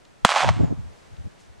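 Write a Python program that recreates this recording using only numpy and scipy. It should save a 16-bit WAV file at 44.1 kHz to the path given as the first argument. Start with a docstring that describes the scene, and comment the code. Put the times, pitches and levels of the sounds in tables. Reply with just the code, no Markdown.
"""A snowy field, and a rifle shot across it. The crack, an N-shaped pressure wave, arrives with its
reflection off the snow and overloads the microphone. Brush and trees scatter it back as a dense,
tearing echo with distinct slaps, the last the strongest; a faint whizz sinks in pitch beneath it.
Turbulent wind buffets the microphone, over small rustles and a faint outdoor hiss."""
import sys
import numpy as np
from scipy import signal
from scipy.fft import rfft, irfft
from scipy.io import wavfile
from scipy.ndimage import uniform_filter1d, map_coordinates

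SR = 44100
rng = np.random.default_rng(int(sys.argv[2]) if len(sys.argv) > 2 else 0)


def digitize_waveform(pressure):
    """Quantize a signal to 16-bit integers and store it at the path in sys.argv[1].

    Rows of a 2-D input are taken as channels; values are limited to [-1, 1].
    """
    field = np.atleast_2d(pressure).T
    bounded = np.clip(field, -1, 1)
    quanta = np.round(bounded * 32767).astype(np.int16)
    wavfile.write(sys.argv[1], SR, quanta)


N = 70560

# Spectra of the outdoor hiss, common and opposed parts. Each row: frequency in Hz, relative level in dB.
HISS_MID_SPECTRUM = [(30, -5), (60, -4), (150, -6), (300, -9), (600, -8), (1000, -12.5), (1700, -13.5),
                     (3000, -18.5), (5800, -23), (8000, -25), (10500, -32.5), (15500, -45.5)]
HISS_SIDE_SPECTRUM = [(40, -0.5), (150, 0), (350, 1), (1000, -6.5), (2500, -17), (6000, -24.5),
                      (8500, -24.5), (11000, -29.5), (15000, -47.5)]
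# Faint rustles. Each row: peak time in seconds, half length in seconds, level in dB, centre in Hz.
RUSTLE_EVENTS = [(0.053, 0.0022, -54, 4200), (.94, 0.018, -57, 546), (1.02, 0.053, -68.5, 5900),
                 (1.168, 0.0016, -56, 3376), (1.407, 0.012, -63, 7600), (1.44, 0.027, -65, 5560)]
# Wind buffets. Each row: peak time in seconds, half length in seconds, level in dB, eddy rate in Hz,
# level of the rush relative to the rumble in dB.
WIND_BUFFETS = [(0.247, 0.0082, -30, 49.95, -27), (0.447, .014, -28, 120.2, -25),
                (0.478, 0.017, -18, 109.7, -31), (0.507, 0.01, -14, 89.52, -21),
                (0.54, 0.014, -24.5, 99.65, -19), (0.573, 0.0076, -19, 105.1, -17),
                (0.609, .011, -14, 100.5, -6), (0.64, 0.01, -13.5, 130, -6.5),
                (0.674, 0.014, -27.5, 119.8, -10.5), (0.718, .013, -21, 120, -7.5),
                (0.749, 0.0071, -32, 110.2, -17), (0.792, 0.016, -27.5, 80.3, -25),
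                (0.85, 0.0288, -34, 75.12, -24), (0.901, 0.027, -43.5, 84.75, -15),
                (1.07, .025, -54.5, 69.78, -26), (1.133, 0.0139, -39, 90.13, -22),
                (1.202, 0.014, -31.5, 75.6, -17), (1.263, 0.011, -29, 84.9, -12.5),
                (1.507, .02, -44, 69.7, -20), (1.587, .015, -47.5, 70.54, -19.5)]
# Spectrum of a buffet's rumble. Each row: multiple of the eddy rate, relative level in dB.
RUMBLE_SPECTRUM = [(.2, -24), (.55, -4), (1, 4.5), (1.7, -7), (3, -21), (5, -32), (9, -47), (18, -72.5)]
# Spectra of a buffet's rush and of the steady breeze. Each row: frequency in Hz, relative level in dB.
RUSH_SPECTRUM = [(100, -6.5), (260, 5), (400, -5.5), (700, -8), (1100, -33.5), (2500, -60), (9000, -81.5)]
BREEZE_SPECTRUM = [(20, -13.5), (70, -8.5), (140, -14), (300, -21), (1500, -61)]
# Envelope of the echo from the brush. Each row: time in seconds, body level in dB, treble level in dB.
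BRUSH_ENVELOPE = [(0.257, -27, -24), (0.263, -36.5, -26.5), (0.286, -39, -29.5), (0.293, -35.5, -23.5),
                  (.312, -22.5, -23.5), (.338, -35, -29.5), (0.354, -24, -27.5), (0.367, -19, -22),
                  (0.394, -24, -24.5), (.42, -28, -23.5), (0.46, -30.5, -32), (0.493, -25.5, -28.5),
                  (0.513, -42, -40.5), (.58, -44.5, -44.5), (0.681, -50, -54), (0.849, -66.5, -86)]
# Spectra of that echo's body and treble. Each row: frequency in Hz, relative level in dB.
BODY_SPECTRUM = [(100, -31.5), (300, -16.5), (430, -21), (600, 3), (760, 7.5), (1150, 3), (1500, -8),
                 (2200, -26.5), (5000, -56)]
TREBLE_SPECTRUM = [(500, -49.5), (1100, -4.5), (1600, -1), (2400, -3), (3300, -5), (4500, -9.5),
                   (6500, -12.5), (8300, -16), (10000, -25.5), (12000, -37), (15000, -41.5)]
# Distinct echoes. Each row: start in seconds, relative level in dB, pulse length in seconds,
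# low-pass cutoff in Hz, left-right difference in dB.
SLAP_ECHOES = [(.2538, -19, 0.00033, 3443, 15), (.2588, -27, 0.00033, 3000, -4),
               (.2913, -4.5, 0.00066, 3980, -3), (.3030, -10.5, 0.00051, 4000, -2),
               (.3186, -8, 0.00082, 3480, -6.5), (.3236, -11, 0.00045, 5000, 0.5),
               (.3403, -12, 0.00072, 3000, -9.5), (.3503, -15, 0.00071, 2000, -1),
               (.3613, -3.5, 0.00092, 2450, -5.5), (.3638, -30, 0.0019, 1810, -4),
               (.3708, -19.5, 0.00087, 2500, -15), (.4060, -8.5, 0.00088, 3900, -7.5),
               (.4316, -5, 0.00076, 1270, -4), (.4400, -10.5, 0.0013, 900, -7),
               (0.4453, -3, 0.00128, 690, -9.5), (.4745, -12, 0.00063, 1500, 3),
               (0.49, -1, 0.000953, 2400, -5.5)]
# Spectra of the scatter from close grass and of the crack. Each row: frequency in Hz, relative level in dB.
GRASS_SPECTRUM = [(100, -15.5), (400, 0), (800, -2), (1600, 3), (2400, -12.5), (3400, -5.5), (5000, -14.5),
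                  (8500, -14), (10500, -27.5), (12000, -33.5), (15000, -34)]
CRACK_SPECTRUM = [(60, -19.5), (380, -16), (700, 1), (1200, -0.5), (2000, 0), (2850, -12.5), (3350, 1),
                  (4000, -7.5), (5000, -9), (8000, -23), (11000, -19), (15000, -23.5)]

HISS_MID_DB, HISS_SIDE_DB = -58.5, -56
TURN_S, TURN_HALF_S, TURN_DB = 1.01, .32, 3
RUSTLE_Q = 1.7
BREEZE_DB, WIND_COMMON_DB, WIND_LEAK_DB = -59, -12.5, -23
TWIGS_PER_S, TWIG_SPREAD_DB = 3000, 4
BRUSH_FADE_DB_S, DIFFUSE_DB = 52, -24.5
AIR_HZ, AIR_DB_S = 4500, -30.5
PORT_HZ, PORT_WIDTH_HZ, PORT_DB = 8400, 1500, -4.5  # band in which the two microphone ports differ
SLAP_GAIN_DB, SLAP_LOW_HZ, SLAP_TOP_HZ = 2.5, 614, 9200
SLAP_SCATTER, SLAP_DECAY_S = .1, .0012
SHOT_S, SHOCK_GAIN_DB, SHOCK_LENGTH_S = .2487, 14, .00029
GROUND_LAG_S, GROUND_DB, GROUND_LENGTH_S = .0006, -1.5, .00085
GRASS_DB, GRASS_SIDE_DB, GRASS_DECAY_S = -7.5, -10, .0045
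THUMP_LAG_S, THUMP_DB, THUMP_HZ, THUMP_DECAY_S = .001, -5.5, 210, .0029
OVERLOAD, SOFT_HZ, TOP_HZ = .97, 13000, 15900


def undb(db):
    """Amplitude grows tenfold for every 20 dB."""
    return 10 ** (np.asarray(db) / 20)


def unit(x):
    """Normalisation to an rms of 1."""
    return x / np.sqrt(np.mean(x ** 2))


def colour(x, points):
    """Minimum-phase filtering: a causal response that follows (Hz, dB) points."""
    hz, db = np.array(points, float).T
    size = 2 * N
    bins_hz = np.maximum(np.arange(N + 1) * SR / size, 1)
    gain = undb(np.interp(np.log(bins_hz), np.log(hz), db))
    cepstrum = irfft(np.log(gain))
    cepstrum[1:N] *= 2
    cepstrum[N + 1:] = 0
    return irfft(rfft(x, size) * np.exp(rfft(cepstrum)))[:N]


def lowpass(x, hz, order=1):
    """Butterworth low-pass: about 6 dB per octave for each order."""
    return signal.sosfilt(signal.butter(order, hz, fs=SR, output="sos"), x)


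def noise(points):
    """Filtered white noise takes on the filter's spectrum; the rms is 1."""
    return unit(colour(rng.standard_normal(N), points))


def steady(x, samples):
    """Division by the running rms evens out the level."""
    return x / np.sqrt(uniform_filter1d(np.abs(signal.hilbert(x)) ** 2, samples) / 2)


def pan(x, db):
    """A left-right level difference gives a sound its direction."""
    return x * undb(np.array([[db], [-db]]) / 2)


def stereo(mid, side):
    """Left and right are the sum and difference of a common and an opposed part."""
    return np.array([mid + side, mid - side])


def fade(age, decay_s):
    """Exponential decay after an instant attack."""
    return (age >= 0) * np.exp(-np.maximum(age, 0) / decay_s)


def swell(t, at, half_s):
    """Gaussian envelope with standard deviation half_s."""
    return np.exp(-.5 * ((t - at) / half_s) ** 2)


def shock(age, length_s):
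    """N-wave: pressure jumps, falls linearly through zero and jumps back."""
    fronts = np.clip(age * SR, 0, 1) * np.clip((length_s - age) * SR, 0, 1)
    return fronts * (1 - 2 * age / length_s)


def falling_band(t, at, half_s, db, hz, fall_oct_s, width_hz):
    """Random modulation spreads a sinking tone into a narrow band of noise."""
    centre_hz = hz * 2 ** (-fall_oct_s * np.clip(t - at, -2 * half_s, 2 * half_s))
    carrier = np.exp(2j * np.pi * np.cumsum(centre_hz) / SR)
    flutter = signal.hilbert(unit(lowpass(rng.standard_normal(N), width_hz, order=2)))
    return undb(db) * swell(t, at, half_s) * (flutter * carrier).real


def field_hiss(t):
    """Ambient noise, partly correlated between the ports, swells as the microphone turns."""
    mid = undb(HISS_MID_DB) * noise(HISS_MID_SPECTRUM)
    side = undb(HISS_SIDE_DB) * noise(HISS_SIDE_SPECTRUM)
    return undb(TURN_DB * swell(t, TURN_S, TURN_HALF_S)) * stereo(mid, side)


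def rustles(t):
    """Brief swells of noise through broad resonances are heard as small dry rustles."""
    hiss = noise([(200, -10), (500, 6), (8500, -12), (12000, -22), (15000, -24)])
    out = np.zeros(N)
    for at, half_s, db, hz in RUSTLE_EVENTS:
        band = signal.lfilter(*signal.iirpeak(hz, RUSTLE_Q, fs=SR), hiss)
        out += undb(db) * swell(t, at, half_s) * unit(band)
    return out


def eddies(t):
    """Turbulence: buffets of rumble and rush add in power, and faster eddies raise the rumble's pitch."""
    powers = np.array([(undb(db) * swell(t, at, half_s)) ** 2 for at, half_s, db, _, _ in WIND_BUFFETS])
    powers += 1e-14  # keeps the divisor above zero
    _, _, _, rates_hz, rush_db = np.array(WIND_BUFFETS).T
    strength = np.sqrt(powers.sum(axis=0))
    mean_rate_hz = rates_hz @ powers / strength ** 2
    fastest_hz = rates_hz.max()
    source = steady(noise([(k * fastest_hz, db) for k, db in RUMBLE_SPECTRUM]), samples=450)
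    position = np.cumsum(mean_rate_hz / fastest_hz)  # slower reading lowers the spectrum
    rumble = map_coordinates(source, [position], order=1, mode="mirror")
    rush = np.sqrt(undb(rush_db) ** 2 @ powers) * noise(RUSH_SPECTRUM)
    return strength * rumble + rush


def wind(t):
    """Turbulent pressure pushes the two microphone ports mostly in opposite senses."""
    opposed = eddies(t) + undb(BREEZE_DB) * noise(BREEZE_SPECTRUM)
    common = undb(WIND_COMMON_DB) * eddies(t) + undb(WIND_LEAK_DB) * opposed
    return stereo(common, opposed)


def whizz(t):
    """Narrow-band noise has a pitch: this one sinks faintly, probably the bullet flying off."""
    return falling_band(t, at=.58, half_s=.1, db=-63, hz=7450, fall_oct_s=1.9, width_hz=540)


def echo_core(t):
    """The echo's hollow core sinks in pitch as its path lengthens."""
    core = falling_band(t, at=.44, half_s=.014, db=-24, hz=680, fall_oct_s=2.9, width_hz=126)
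    return pan(core, db=-4.5)


def twig_reflections():
    """A Poisson process: tiny reflections arrive independently, with random sign and size."""
    hits = rng.random(N) < TWIGS_PER_S / SR
    signs = rng.choice([-1, 1], N)
    sizes = undb(TWIG_SPREAD_DB * rng.standard_normal(N))
    return steady(hits * signs * sizes, samples=500)


def brush_echo(t):
    """Scattering: thousands of stems return the crack, swelling with each thicket, then dying away."""
    times, body_db, treble_db = np.array(BRUSH_ENVELOPE).T
    returns = twig_reflections()
    body = stereo(unit(colour(returns, BODY_SPECTRUM)), undb(DIFFUSE_DB) * noise(BODY_SPECTRUM))
    diffuse = noise(TREBLE_SPECTRUM)
    port_band = signal.lfilter(*signal.iirpeak(PORT_HZ, PORT_HZ / PORT_WIDTH_HZ, fs=SR), diffuse)
    treble_side = undb(DIFFUSE_DB) * diffuse + undb(PORT_DB) * port_band
    treble = stereo(unit(colour(returns, TREBLE_SPECTRUM)), treble_side)
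    # Air absorption: later echoes have come farther and lose their top.
    dull = lowpass(treble, AIR_HZ)
    treble = dull + (treble - dull) * undb(AIR_DB_S * np.maximum(t - SHOT_S, 0))
    body = pan(body, db=-4.5) * undb(np.interp(t, times, body_db))
    treble = pan(treble, db=-1.5) * undb(np.interp(t, times, treble_db))
    onset = np.clip((t - SHOT_S) / (times[0] - SHOT_S), 0, 1)
    release = undb(-BRUSH_FADE_DB_S * np.maximum(t - times[-1], 0))
    return onset * release * (body + treble)


def slaps(t):
    """Reflection: single trees and banks return the shock, stretched and dulled."""
    out = np.zeros((2, N))
    for start, db, length_s, cutoff_hz, pan_db in SLAP_ECHOES:
        age = t - start
        scatter = SLAP_SCATTER * fade(age, SLAP_DECAY_S) * rng.standard_normal(N)
        pulse = lowpass(shock(age, length_s) + scatter, cutoff_hz)
        out += pan(undb(SLAP_GAIN_DB + db) * pulse, pan_db)
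    highpass = signal.butter(4, SLAP_LOW_HZ, "high", fs=SR, output="sos")
    return signal.sosfilt(highpass, lowpass(out, SLAP_TOP_HZ, order=7))


def crack(t):
    """Interference: the shock adds to its smeared reflection off the snow and scatter from the grass."""
    age = t - SHOT_S
    direct = shock(age, SHOCK_LENGTH_S)
    reflected = undb(GROUND_DB) * shock(age - GROUND_LAG_S, GROUND_LENGTH_S)
    wave = -undb(SHOCK_GAIN_DB) * colour(direct + reflected, CRACK_SPECTRUM)
    scatter = stereo(noise(GRASS_SPECTRUM), undb(GRASS_SIDE_DB) * noise(GRASS_SPECTRUM))
    grass = undb(GRASS_DB) * fade(age, GRASS_DECAY_S) * scatter
    # The overloaded microphone swings back in a damped oscillation.
    swing_age = age - THUMP_LAG_S
    thump = undb(THUMP_DB) * fade(swing_age, THUMP_DECAY_S) * np.sin(2 * np.pi * THUMP_HZ * swing_age)
    return pan(wave + grass, db=-3.5) + pan(thump, db=.5)


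def scene():
    """Superposition: the pressures of the shot, its echoes, the wind and the field add."""
    t = np.arange(N) / SR
    shot = crack(t) + slaps(t) + brush_echo(t) + echo_core(t) + whizz(t)
    return shot + wind(t) + field_hiss(t) + rustles(t)


def record(dry):
    """Saturation: the microphone flattens the loudest peaks, and its limited bandwidth cuts the top."""
    clipped = dry / (1 + (dry / OVERLOAD) ** 6) ** (1 / 6)
    softened = lowpass(clipped, SOFT_HZ, order=2)
    return signal.sosfilt(signal.ellip(8, .2, 70, TOP_HZ, fs=SR, output="sos"), softened)


dry = scene()
out = record(dry)
digitize_waveform(out)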